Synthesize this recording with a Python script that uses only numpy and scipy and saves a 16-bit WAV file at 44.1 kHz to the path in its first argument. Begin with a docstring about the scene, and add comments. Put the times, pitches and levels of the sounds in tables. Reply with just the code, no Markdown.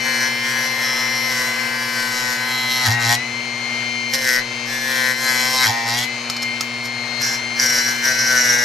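"""A mains rotary tool spins a felt bob on a workbench, left of the microphone, against a hand-held knife blade.
The felt's high spot strikes and rasps the blade once a turn; the shaft sags under load and the bob grabs hard twice.
Between strokes the motor whines freely over mains hum and fan noise, and the knife clicks as it is turned over.
The bench rumbles faintly and thuds; the sound spreads left and right, with its highest treble centred."""
import sys
import numpy as np
from scipy import signal
from scipy.fft import rfft, irfft, next_fast_len
from scipy.io import wavfile
from scipy.ndimage import map_coordinates

SR = 44100
rng = np.random.default_rng(int(sys.argv[2]) if len(sys.argv) > 2 else 0)


def transcribe(u):
    """Save the signal u as a 16-bit wav file named by the first command-line argument.

    u: samples, shape (n,) or (channels, n), limited to [-1, 1]; the rate is SR.
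    q: integer samples, one column per channel.
    """
    v = np.clip(np.atleast_2d(u).T, -1, 1)
    q = np.round(v * 32767).astype(np.int16)
    wavfile.write(sys.argv[1], SR, q)


N = 381024

# Levels are those at the source, before placing; rms levels are centres where a drift is added.
# speed of the shaft: [t/s, turns per s]
SHAFT_SPEED = [(0.0, 130.8), (0.24, 129), (0.34, 130.2), (0.44, 130.9), (0.52, 130.1), (0.65, 129.6),
               (0.8, 130.4), (0.87, 129.1), (0.96, 128.8), (1.02, 129.4), (1.07, 129.2), (1.12, 129.6),
               (1.27, 129.3), (1.37, 127.2), (1.44, 126.8), (1.51, 127.3), (1.6, 128.8), (1.66, 129.1),
               (1.75, 128.8), (1.83, 128.9), (1.94, 128.5), (2.01, 127.6), (2.09, 127.3), (2.17, 126.4),
               (2.21, 126.5), (2.29, 126.1), (2.36, 126.9), (2.42, 127.1), (2.47, 127.8), (2.73, 128),
               (2.78, 127.6), (2.84, 126.2), (2.89, 116.3), (2.91, 115.2), (2.93, 118.2), (2.98, 118.7),
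               (3.07, 115.9), (3.15, 120.3), (3.22, 126.8), (3.3, 130.1), (3.44, 131.7), (3.66, 132.1),
               (4.11, 132.2), (4.21, 130.4), (4.28, 128.2), (4.31, 126), (4.35, 125.8), (4.4, 126.8),
               (4.45, 130), (4.57, 132.3), (4.64, 132.8), (4.86, 131.9), (4.98, 129.6), (5.03, 128.4),
               (5.13, 128), (5.21, 130.6), (5.35, 127.3), (5.42, 127.5), (5.53, 129), (5.59, 129),
               (5.63, 128.3), (5.68, 117.2), (5.7, 114.6), (5.77, 116.2), (5.85, 114.6), (5.92, 116.8),
               (6.04, 126.8), (6.16, 131.2), (6.23, 131.7), (6.44, 131.7), (6.62, 132.6), (7.2, 132.8),
               (7.25, 131.2), (7.32, 130.7), (7.48, 132.5), (7.6, 132.3), (7.65, 129), (7.77, 126),
               (7.87, 128.3), (8.02, 131.2), (8.13, 127.4), (8.23, 128.9), (8.32, 127.3), (8.38, 125),
               (8.43, 124.8), (8.54, 120.8), (8.64, 121.6)]
# commutator whine: [t/s, whine level/dB rms, octave level/dB rms]
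WHINE = [(0.0, -25, -36), (0.24, -24, -34), (0.46, -25, -36.5), (0.7, -24.5, -33), (0.96, -23, -37),
         (1.2, -23, -37), (1.45, -23.5, -35), (1.8, -28.5, -48), (2.0, -28.5, -41), (2.24, -28, -38),
         (2.4, -28, -31), (2.6, -23.5, -30), (2.85, -23.5, -27), (2.89, -29, -50), (2.94, -19, -38),
         (3.0, -21, -42), (3.08, -25, -46), (3.22, -26.5, -36.5), (3.44, -30, -33), (3.66, -26.5, -34.5),
         (4.2, -27.5, -37), (4.36, -27, -45), (4.42, -30, -35), (4.6, -32, -39.5), (4.8, -30.5, -37),
         (4.92, -34, -37), (5.02, -30.5, -33), (5.1, -31, -38), (5.2, -28, -31), (5.27, -25, -25),
         (5.32, -26, -34), (5.4, -27.5, -26), (5.53, -27.5, -30), (5.62, -25, -33), (5.7, -29, -50),
         (5.77, -25, -49), (5.85, -31, -54), (5.93, -25, -36), (6.16, -28, -37), (6.23, -39, -39),
         (6.33, -42, -31), (6.45, -24.5, -33.5), (6.64, -31.5, -40), (6.88, -27.5, -33),
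         (7.2, -29.5, -32.5), (7.6, -26.5, -33.5), (8.3, -29.5, -32.5), (8.45, -26, -36),
         (8.64, -21.5, -34)]
COMMUTATOR_BARS = 16
# shaft orders beside the whine, which grow as the shaft sags: [multiple of shaft speed, relative level/dB]
WHINE_NEIGHBOURS = [(17, -2), (18, 0.5), (19, -24), (20, -5)]
NEAR_DB, NEAR_DB_PER_SAG, FREE_TURNS_PER_S = -38.5, 0.47, 130.8  # sag in turns per s
# other shaft orders of the motor: [multiple of shaft speed, level/dB rms]
SHAFT_ORDERS = [(21, -55), (23, -40.5), (24, -43.5), (28, -50.5), (29, -56), (30, -51.5), (31, -52.5),
                (33, -44.5), (34, -48.5), (36, -44), (48, -48.5)]
# hum of the windings: [f/Hz, level/dB rms]
MAINS_HUM = [(120, -43.5), (240, -36.5), (360, -47), (480, -46), (600, -51.5), (720, -49.5)]
# spectrum of the brushes on the armature: [f/Hz, relative level/dB per Hz]
BRUSH_SPECTRUM = [(2500, -23), (3800, -11), (5500, -4.5), (6600, -5), (7600, -21), (8400, -18),
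                  (10000, -30), (13000, -29)]
# spectrum of the cooling air: [f/Hz, relative level/dB per Hz]
FAN_SPECTRUM = [(60, -40), (120, -10.5), (180, -31.5), (240, -14), (300, -24.5), (600, -14.5), (950, -13),
                (1300, -14.5), (1750, -12.5), (2050, -10.5), (2400, -12), (3300, -19), (5000, -19.5),
                (8000, -31), (12500, -40)]

# strokes on the felt, one list each:
# [t/s, rasp level/dB, ringing edge level/dB, blade knock level/dB, tool knock level/dB], all relative
STROKES = [
    [(0.0, -46, -42, -27, -43), (0.03, -42, -36, -32, -56), (0.06, -37, -36.5, -20.5, -36),
     (0.25, -37, -26, -19, -36.5), (0.32, -42, -35, -28, -40), (0.42, -42, -33.5, -26.5, -43),
     (0.48, -38, -29.5, -21.5, -37.5), (0.64, -37, -28.5, -20, -35.5), (0.69, -42, -28.5, -26.5, -36),
     (0.79, -40, -29, -22.5, -37), (0.85, -37.5, -24, -19.5, -34), (1.11, -40, -29, -26, -36),
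     (1.18, -39.5, -29.5, -28.5, -34), (1.46, -35, -30.5, -24, -29.5), (1.51, -41, -34, -28.5, -33),
     (1.81, -40.5, -30.5, -29.5, -35.5), (2.01, -37.5, -31, -25.5, -32.5), (2.33, -36, -30.5, -24.5, -32.5),
     (2.38, -40, -36, -28, -43), (2.41, -39.5, -32, -26, -30.5), (2.58, -37, -27, -30, -36),
     (2.67, -40, -31, -30, -34), (2.71, -34, -25, -31.5, -36), (2.83, -35.5, -24, -26, -29),
     (2.87, -25, -21, -15, -29), (2.9, -34, -27, -24, -27), (2.93, -31, -23, -27, -29),
     (2.98, -48, -44, -25, -31), (3.02, -31, -23, -18, -34), (3.13, -27, -17.5, -23, -23),
     (3.15, -28, -23, -29, -29), (3.16, -36, -31, -37, -43), (3.18, -56, -40, -58, -45),
     (3.2, -60, -37, -46, -52)],
    [(4.09, -51, -47, -53, -43), (4.104, -53, -43, -50, -39), (4.124, -41, -35, -38, -52),
     (4.142, -27.5, -22, -28, -32), (4.17, -37, -25, -28, -31), (4.208, -35, -33, -32, -33),
     (4.284, -30, -23.5, -18, -33.5), (4.39, -35, -24, -20, -37), (4.428, -56, -46, -40, -52),
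     (4.45, -59, -45, -48, -51)],
    [(4.66, -49, -39, -42, -52), (4.666, -51, -38, -41, -48), (4.734, -37, -37, -27, -37),
     (4.802, -43, -30, -31, -41), (4.914, -35, -32, -20, -32), (5.122, -34, -32, -20, -28),
     (5.156, -44.5, -36, -28, -43), (5.232, -33, -38, -25.5, -29), (5.288, -33.5, -24, -22.5, -26.5),
     (5.524, -34.5, -28, -29, -27), (5.544, -32.5, -25, -36, -23), (5.662, -28, -13.5, -16.5, -28.5),
     (5.698, -30, -20, -33, -20), (5.73, -39, -26, -26, -27.5), (5.85, -46, -25, -38, -27),
     (5.89, -29.5, -21, -20, -25), (5.906, -32.5, -18.5, -31, -25), (6.042, -32.5, -23, -29, -36),
     (6.066, -49, -47, -52, -63), (6.09, -52, -38, -47, -51)],
    [(6.83, -61, -54, -46, -44), (6.856, -39.5, -30, -39, -46), (6.89, -60, -54, -49, -38)],
    [(7.19, -63, -54, -49, -52), (7.218, -34, -28, -34, -45), (7.23, -37, -18.5, -32, -48),
     (7.348, -40, -24.5, -31, -55), (7.386, -53, -40, -53, -54), (7.41, -63, -47, -39, -52)],
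    [(7.56, -53, -40, -40, -48), (7.595, -39, -31, -29, -50), (7.598, -34, -16, -23, -52),
     (7.608, -35, -24, -26, -50), (7.64, -31, -18, -23.5, -35), (7.68, -35.5, -22.5, -25.5, -45),
     (7.778, -32.5, -18.5, -23, -30), (7.796, -37, -22, -22, -51), (7.832, -38.5, -30, -29.5, -52),
     (7.896, -36, -21.5, -24.5, -40), (7.96, -43, -34, -34, -46), (8.01, -46, -36, -31, -53),
     (8.058, -32.5, -16.5, -18.5, -40), (8.104, -35, -18.5, -18, -33), (8.148, -39.5, -22.5, -24.5, -42),
     (8.272, -36.5, -16.5, -19.5, -37), (8.35, -33.5, -24, -18, -35), (8.386, -32.5, -16, -18, -36),
     (8.42, -35, -20, -24, -35), (8.492, -33, -16, -21, -34), (8.64, -37, -21, -23, -28.5)],
]
# ways of holding the blade to the felt, all relative level/dB: [heel, belly, tip over the ringing edge;
# middle, root, shoulder over the rasp; spine, flex, bend, twist, point over the blade knock;
# collet, mandrel, handle, shell over the tool knock]
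GRIPS = [(-19, -6, 0.5, 1, -1, -17, -29, -10.5, -7, -6, -26, -2, -14, -3, -22),
         (-13, 0, -3, 4, 2.5, -15, -10.5, -13, -10, -4, -24, -1.5, -18, -7.5, -12),
         (-5, -2.5, -5.5, 0, -2, -6, -13, -2, -4, -2.5, -22, -1, -24, -8.5, -19),
         (-12, -5, -6, 4, 0, 0.5, -15, -0.5, -2.5, -4.5, -14, -5, -11, -10, -24),
         (-15, -9.5, -9, 14, 5.5, -0.5, -4, -4, -5, -2.5, -3, -1.5, -8, -21, -21),
         (-6.5, -5.5, -8, 2, 3, 2.5, -12, -7, -7.5, -7, -16, -14, -1.5, -30, -17),
         (-9.5, -4, -6, -5, -10, -17, -27, -7.5, -5, 0, -17, -17, -21, -1.5, -16),
         (-8, -5, -1.5, -1, 3, -22, -17, -16, 0.5, -3.5, -21, -15, -9, -2.5, -5),
         (-7, 2, -6, 1, 0.5, -10, -25, -7.5, -9, -0.5, -11, -6, -21, -6, -18),
         (-8, -1, -7, -1, 2, 3, -10, -3, -2, -1.5, -8, -3.5, -12.5, -11.5, -16),
         (-8, -11.5, 0, -24, -21, -4, -21, -0.5, 0.5, -7, -10, -26, -26, -4, -15),
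         (-11.5, -8.5, -2, -19, -16, -20, -24, -1, -3.5, -3, -20, -25, -23, -2.5, -5),
         (-13, -14, -1.5, -21, -18, -14, -25, 0.5, -1, -16, -5.5, -27, -16, -3, -6),
         (-8, -10, -12, 3, 7, 2.5, -11, -5, -9, -0.5, -14, -10, -2, -30, -29),
         (-12, -8.5, -9, 5.5, 0, 1, -5, -2.5, -3, -2, -2, 0, -9.5, -21, -21)]
# grip in use, blended from one to the next: [t/s, row of the four lists of grips]
HOLD = [(.65, 0), (.9, 1), (1.25, 1), (1.36, 2), (2.0, 2), (2.2, 3), (2.4, 3), (2.52, 4), (2.82, 4),
        (2.88, 5), (3.06, 5), (3.1, 13), (3.2, 13), (4.0, 6), (4.5, 6), (4.6, 7), (4.85, 7), (4.95, 8),
        (5.15, 8), (5.25, 9), (5.55, 9), (5.59, 14), (5.64, 14), (5.69, 5), (5.96, 5), (5.99, 13),
        (6.1, 13), (6.5, 10), (7.95, 10), (8.05, 11), (8.25, 11), (8.4, 12)]
# for each grip: [share of freshly torn fibre, before pressure and grabs add to it, 0-1]
TORN = [.03, .03, .1, .03, 0, .12, .4, .03, .2, .05, .35, .3, .4, .3, .05]
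# for each grip: [turn-to-turn scatter of the rasp/dB]
CHATTER_DB = [.5, .5, 1, .5, .8, 1.2, 3.6, .5, 2, .5, 1.6, 1.4, 1.8, 1.8, .8]
# for each grip: [how far the blade leaves the felt between blows, 0-1]
FLUTTER = [.15, .15, .1, .2, .4, .75, .3, .1, .2, 0, .1, .1, .1, .45, .2]
MODE_DRIFT_DB, IDLE_DB = 1.4, -50  # random drift of each mode; floor of collet and mandrel
# the bob catches and skips: [t/s, length/s, strength 0-1]
GRABS = [(2.852, 0.063, 0.96), (3.092, 0.075, 0.08), (4.117, 0.0372, 0.4), (5.639, 0.062, 0.9)]
GRAB_EDGE_S = 0.0188
TURNED_S = 6.5  # the other face meets the felt from here
# the bent mandrel's shake: [t/s, level/dB rms]
SHAKE = [(0.0, -47), (0.04, -47), (2.76, -52), (2.81, -53), (2.89, -16.5), (3.01, -30), (3.08, -22),
         (3.15, -32), (3.34, -50), (5.58, -48), (5.7, -25), (5.75, -44), (5.97, -34), (6.18, -58),
         (6.26, -51), (8.37, -52), (8.49, -41), (8.64, -53)]
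# Resonances, each a list of [f/Hz, width of the narrower section/Hz, relative level/dB].
# ringing edge at heel, belly and tip; then the other face, held differently
EDGE = [(4780, 160, 0)], [(5400, 200, 0)], [(5740, 260, 0)]
EDGE_TURNED = [(4740, 81, -1), (5010, 100, 0)], [(5270, 100, 0)], [(5615, 96, -2), (6060, 320, -11.5),
               (7260, 100, -20)]
# blade modes that the rasp drives
MIDDLE, ROOT, SHOULDER = [(3934, 230, -0.76), (4290, 126, -0.24)], [(3273, 310, 0)], [(6850, 610, 0)]
# low blade modes that the high spot knocks
SPINE, FLEX, BEND = [(1302, 146, 0)], [(1560, 85, 0)], [(1697, 112, 0)]
TWIST, POINT = [(1834, 140, 0)], [(2131, 74, 0)]
# tool modes that the high spot knocks
COLLET, MANDREL = [(1067, 71, 0)], [(742, 83, -0.42), (865, 120, -0.58)]
HANDLE, SHELL = [(512, 70, 0)], [(619, 54, 0)]
# spectrum of fibres tearing: [f/Hz, relative level/dB per Hz]
RASP_SPECTRUM = [(2000, -19.5), (4000, -11.5), (5500, -4), (6600, -11.5), (8000, -13.5), (9000, -15),
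                 (10000, -18), (11200, -15.5), (11550, -7), (11800, -12), (12050, -8.5), (12400, -13),
                 (15500, -35)]

# thuds of the bench: [t/s, relative level/dB]
BENCH_THUDS = [(2.87, -37), (4.25, -48), (4.34, -48), (5.65, -50), (6.8, -50), (7.0, -57), (8.6, -53)]
THUD_RISE_S, THUD_T60_S, RUMBLE_DB = 0.02, 0.4, -65
# spectrum of rumble and thuds: [f/Hz, relative level/dB per Hz]
THUD_SPECTRUM = [(20, 6), (40, -12), (85, -11), (110, -25), (200, -62)]
# clicks of the knife: [t/s, relative level of the click/dB, relative level of its body/dB]
KNIFE_CLICKS = [(6.2992, -10.5, -13.5), (6.3659, -17.5, -14), (6.421, -17, -29), (6.428, -14.5, -24),
                (6.4325, -19, -22), (6.6087, -7, -16)]
# partials of the loose blade: [f/Hz, relative level/dB, t60/s]
STEEL_PARTIALS = [(4350, 2, 0.027), (5120, 9.5, 0.036), (6600, -5, 0.1), (9500, -19, .03),
                  (11210, -13, .03), (12100, -16, 0.21)]

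# lean of the sound, left over right: [f/Hz, level/dB]
LEFT_TOOL = [(100, -4), (250, 0.5), (380, 0.5), (700, 6), (2400, 8.5), (4400, 7), (8100, 12), (11000, 0)]
LEFT_BLADE = [(200, -1), (700, -1.5), (2000, 9.5), (4400, -1.5), (15000, 0.5)]
# left-right spread of the sound over frequency; the highest treble is centred: [f/Hz, relative level/dB]
SPREAD = [(100, -26), (300, -15), (700, -7), (1300, -9), (2500, -9), (7000, -13), (10500, -3), (11500, -35)]
# fall of the treble: [f/Hz, level/dB]
TREBLE_FALL = [(12000, -1), (12700, -6), (13200, -15), (14500, -19), (16000, -24)]
TOP_HZ = 15800


def amp(db):
    """Gain of a level in dB."""
    return 10 ** (np.asarray(db) / 20)


def unit(x):
    """x at rms 1."""
    return x / np.sqrt(np.mean(x ** 2) + 1e-20)


def along(points, hz):
    """Values between (f/Hz, value) points on a log frequency axis."""
    f, value = np.transpose(points)
    return np.interp(np.log(hz + 1), np.log(f + 1), value)


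def curves(rows):
    """One value per sample for each column after the time."""
    s, *columns = np.transpose(rows)
    return [np.interp(np.arange(N) / SR, s, column) for column in columns]


def wobble(rate):
    """A random curve of straight lines between knots, rate knots a second."""
    knots = rng.standard_normal(int(N * rate / SR) + 4)
    return map_coordinates(knots, [np.arange(N) * rate / SR], order=1)


def filtered(x, response):
    """x through a complex response of frequency."""
    size = next_fast_len(N + 8192)
    return irfft(rfft(x, size) * response(np.fft.rfftfreq(size, 1 / SR)), size)[..., :N]


def shaped(x, spectrum):
    """x through a table of levels over frequency, at rms 1."""
    return unit(filtered(x, lambda hz: amp(along(spectrum, hz))))


def ring(x, resonances):
    """x through resonances at rms 1; two sections in series, one three times wider, give steep skirts."""
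    def section(f, centre, width):
        return 1j * f * width / (centre ** 2 - f ** 2 + 1j * f * width)

    def response(f):
        total = 0
        for k, (centre, width, db) in enumerate(resonances):
            pair = section(f, centre, width) * section(f, centre, 3 * width)
            total = total + (-1) ** k * amp(db) * pair
        return total
    return unit(filtered(x, response))


def tone(turns):
    """A sine of rms 1 at a random phase."""
    return np.sqrt(2) * np.sin(2 * np.pi * (turns + rng.random()))


def rim(turns, wear, fresh):
    """A rim's roughness returns each turn, wearing to a new pattern wear times a second; a share is new."""
    spots = 336
    bumps = rng.standard_normal((int(N * wear / SR) + 3, spots + 1))
    again = map_coordinates(bumps, [np.arange(N) * wear / SR, turns % 1 * spots], order=1)
    fresh = np.clip(fresh, 0, 1)
    return np.sqrt(1 - fresh) * unit(again) + np.sqrt(fresh) * rng.standard_normal(N)


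def high_spot(turns, sharp):
    """Contact force over a turn: a bump, narrower as sharp grows."""
    return np.exp(sharp * (np.cos(2 * np.pi * turns) - 1))


def whine(turns, drift):
    """Commutator bars sing at their passing rate and its octave, amid shaft orders that drift in strength."""
    (speed,), (whine_db, octave_db) = curves(SHAFT_SPEED), curves(WHINE)
    near_db = NEAR_DB + NEAR_DB_PER_SAG * (FREE_TURNS_PER_S - speed)
    out = amp(whine_db + 0.82 * wobble(40)) * tone(COMMUTATOR_BARS * turns)
    out += amp(octave_db + 2.5 * wobble(30)) * tone(2 * COMMUTATOR_BARS * turns)
    for k, (multiple, db) in enumerate(WHINE_NEIGHBOURS):
        out += amp(near_db + db + 3.2 * drift[k]) * tone(multiple * turns)
    for k, (multiple, db) in enumerate(SHAFT_ORDERS):
        out += amp(db + 3.1 * drift[k % 6]) * tone(multiple * turns)
    return out


def hum(drift):
    """The windings hum at steady mains harmonics that drift in strength."""
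    t = np.arange(N) / SR
    return sum(amp(db + 0.98 * drift[k % 6]) * tone(hz * t) for k, (hz, db) in enumerate(MAINS_HUM))


def brushes(turns):
    """Brushes buzz on armature roughness that comes round nearly the same every turn."""
    return amp(-40) * shaped(rim(turns, wear=1.51, fresh=0.03), BRUSH_SPECTRUM)


def fan():
    """Cooling air is noise that pulses with the current, at the lowest hum frequency, and drifts in level."""
    t = np.arange(N) / SR
    pulse = 1 + 0.11 * np.cos(2 * np.pi * MAINS_HUM[0][0] * t)
    air = rng.standard_normal(N) * pulse * amp(1.4 * wobble(4.804))
    return amp(-31) * shaped(air, FAN_SPECTRUM)


def motor(turns):
    """Whine and hum share slow drifts, beneath brush buzz and fan noise."""
    drift = [wobble(5) for _ in range(6)]
    return whine(turns, drift) + hum(drift) + brushes(turns) + fan()


def modes():
    """Rasp level, then edge, rasp, blade and tool mode levels: each follows its stroke part and the grip."""
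    rows = []
    for stroke in STROKES:
        before, after = stroke[0][0] - 0.01, stroke[-1][0] + 0.01
        rows += [(before, *[-90] * 4), *stroke, (after, *[-90] * 4)]
    rasp_db, edge_db, knock_db, tool_db = curves(rows)
    grips = curves([(s, *GRIPS[row]) for s, row in HOLD])
    drive = [edge_db] * 3 + [rasp_db] * 3 + [knock_db] * 5 + [tool_db] * 4
    levels = [d + grip + MODE_DRIFT_DB * wobble(12) for d, grip in zip(drive, grips)]
    return rasp_db, levels[:3], levels[3:6], levels[6:11], levels[11:]


def catch():
    """How firmly the bob is caught, 0-1, with ramps at both ends of each grab."""
    t = np.arange(N) / SR
    total = 0
    for start, length, strength in GRABS:
        inside = np.minimum(t - start, start + length - t)
        total = total + strength * np.clip(inside / GRAB_EDGE_S + 0.5, 0, 1)
    return np.clip(total, 0, 1)


def knock(blow, blade_dbs, tool_dbs):
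    """The high spot's blow rings the low modes of blade and tool."""
    out = sum(amp(db) * ring(blow, mode) for db, mode in zip(blade_dbs, [SPINE, FLEX, BEND, TWIST, POINT]))
    collet_db, mandrel_db, handle_db, shell_db = tool_dbs
    out += (amp(collet_db) + amp(IDLE_DB)) * ring(blow, COLLET)
    out += (amp(mandrel_db) + amp(IDLE_DB)) * ring(blow, MANDREL)
    return out + amp(handle_db) * ring(blow, HANDLE) + amp(shell_db) * ring(blow, SHELL)


def scraped_edge(scrub, struck, turned, edge_dbs, rasp_dbs):
    """Scrubbing fibres and blows ring the edge and upper blade; the turned edge rings from scrubbing alone."""
    out = 0
    for db, front, back in zip(edge_dbs, EDGE, EDGE_TURNED):
        out = out + amp(db) * np.where(turned, ring(scrub, back), ring(scrub + 1.2 * struck["uneven"], front))
    middle_db, root_db, shoulder_db = rasp_dbs
    out += amp(root_db) * ring(0.46 * struck["even"] + scrub, ROOT)
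    out += amp(middle_db) * ring(1.1 * struck["uneven"] + scrub, MIDDLE)
    return out + amp(shoulder_db) * ring(0.4 * struck["uneven"] + scrub, SHOULDER)


def blade(turns):
    """The felt's high spot knocks the low modes; the fibres around it tear and rasp the high ones."""
    rasp_db, edge_dbs, rasp_dbs, blade_dbs, tool_dbs = modes()
    shake_db, = curves(SHAKE)
    grab, turned = catch(), np.arange(N) > TURNED_S * SR
    held = turns - np.cumsum(9 * grab) / SR  # a catching bob is held back
    turns = held + np.cumsum(20 * grab * wobble(90)) / SR  # and meets the blade out of step

    # hard pressure tears fresh fibres, so less repeats from turn to turn
    torn, chatter_db, flutter = curves([(s, TORN[row], CHATTER_DB[row], FLUTTER[row]) for s, row in HOLD])
    cutting = np.clip((rasp_db + 37) / 24 + grab / 2 + torn, 0.04, 0.9)

    uneven = amp(0.8 * wobble(60))  # the strength of the bite varies
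    rough = (0.13 + 0.5 * grab) * rim(turns, wear=4, fresh=cutting / 2)
    blow = uneven * (unit(high_spot(turns, 900)) + rough)

    # the fibres drag hardest just before the blow
    chatter = amp(chatter_db * wobble(110))
    sharp = np.where(turned, 1.3, 2.2) * (1 + 2 * flutter)
    pressure = 0.4 * (1 - flutter) + (1 + flutter) * high_spot(turns + 0.1, sharp)
    drag = uneven * chatter * pressure
    scrub = drag * rim(turns, wear=5, fresh=cutting)
    tear = (0.65 * (1 - flutter) + drag) * rim(turns, wear=6, fresh=cutting + 0.32) + 0.33 * blow

    out = knock(blow, blade_dbs, tool_dbs)
    out += amp(shake_db) * tone(held)  # the bent mandrel shakes the bench once a turn
    struck = {"even": blow, "uneven": chatter * blow}  # without and with the chatter
    out += scraped_edge(scrub, struck, turned, edge_dbs, rasp_dbs)
    return out + amp(rasp_db + 8.5) * shaped(tear, RASP_SPECTRUM)


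def thud():
    """The bench rumbles faintly and thuds when the tool jolts; part of it differs from port to port."""
    t = np.arange(N) / SR
    level = amp(RUMBLE_DB)
    for s, db in BENCH_THUDS:
        since = np.clip(t - s, 0, None)
        level = level + amp(db - 60 * since / THUD_T60_S) * (1 - np.exp(-since / THUD_RISE_S))
    shared, own = rng.standard_normal(N), rng.standard_normal((2, N))
    return level * shaped(shared + 0.3 * own, THUD_SPECTRUM)


def knife():
    """Each click is a dry crack that rings the loose blade at new strengths, and the plastic body."""
    out, t = np.zeros(N + SR), np.arange(SR // 8) / SR
    for s, db, body_db in KNIFE_CLICKS:
        steel = 0
        for hz, level, t60 in STEEL_PARTIALS:
            strength = amp(level + 2 * rng.normal() - 60 * t / t60)
            blur = np.cumsum(rng.normal(0, 0.27, len(t)))  # wandering phase, rad
            steel = steel + strength * np.sin(2 * np.pi * hz * t + blur)
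        crack = 0.8 * amp(-60 * t / 0.014) * np.diff(rng.standard_normal(len(t) + 1))
        body = amp(body_db + 14 - 60 * t / 0.05) * np.sin(2 * np.pi * 1310 * t)
        out[round(s * SR):][:len(t)] += amp(db - 11.5) * (steel + crack + body)
    return out[:N]


def place(x, left_db):
    """The sound leans by frequency; a short diffuse tail, opposite at the two ports, spreads it left and right."""
    t = np.arange(SR // 8) / SR
    tails = rng.standard_normal((2, len(t))) * amp(-60 * t / 0.17)
    pair = signal.fftconvolve(x[None], tails / np.linalg.norm(tails[0]), axes=1)[:, :N]
    # the spread shifts as the hands move
    angle = 2 * np.pi * np.cumsum(1.81 * wobble(3.02)) / SR
    mixed = pair[0] * np.cos(angle) + pair[1] * np.sin(angle)
    spread = filtered(mixed, lambda hz: amp(along(SPREAD, hz)))

    def lean(hz):
        return 2 / (1 + amp(along(left_db, hz) * np.array([[-1], [1]])))
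    return filtered(x[None], lean) + spread * np.array([[1], [-1]])


def scene():
    """Tool, blade on felt, bench and knife clicks at the two ports."""
    turns = np.cumsum(curves(SHAFT_SPEED)[0]) / SR
    tool = place(motor(turns), LEFT_TOOL)
    return tool + place(blade(turns) + knife(), LEFT_BLADE) + thud()


def record(dry):
    """The sound falls away steeply above 12 kHz; nothing passes the band limit."""
    return filtered(dry, lambda hz: amp(along(TREBLE_FALL, hz)) * (hz < TOP_HZ))


dry = scene()
out = record(dry)
transcribe(out)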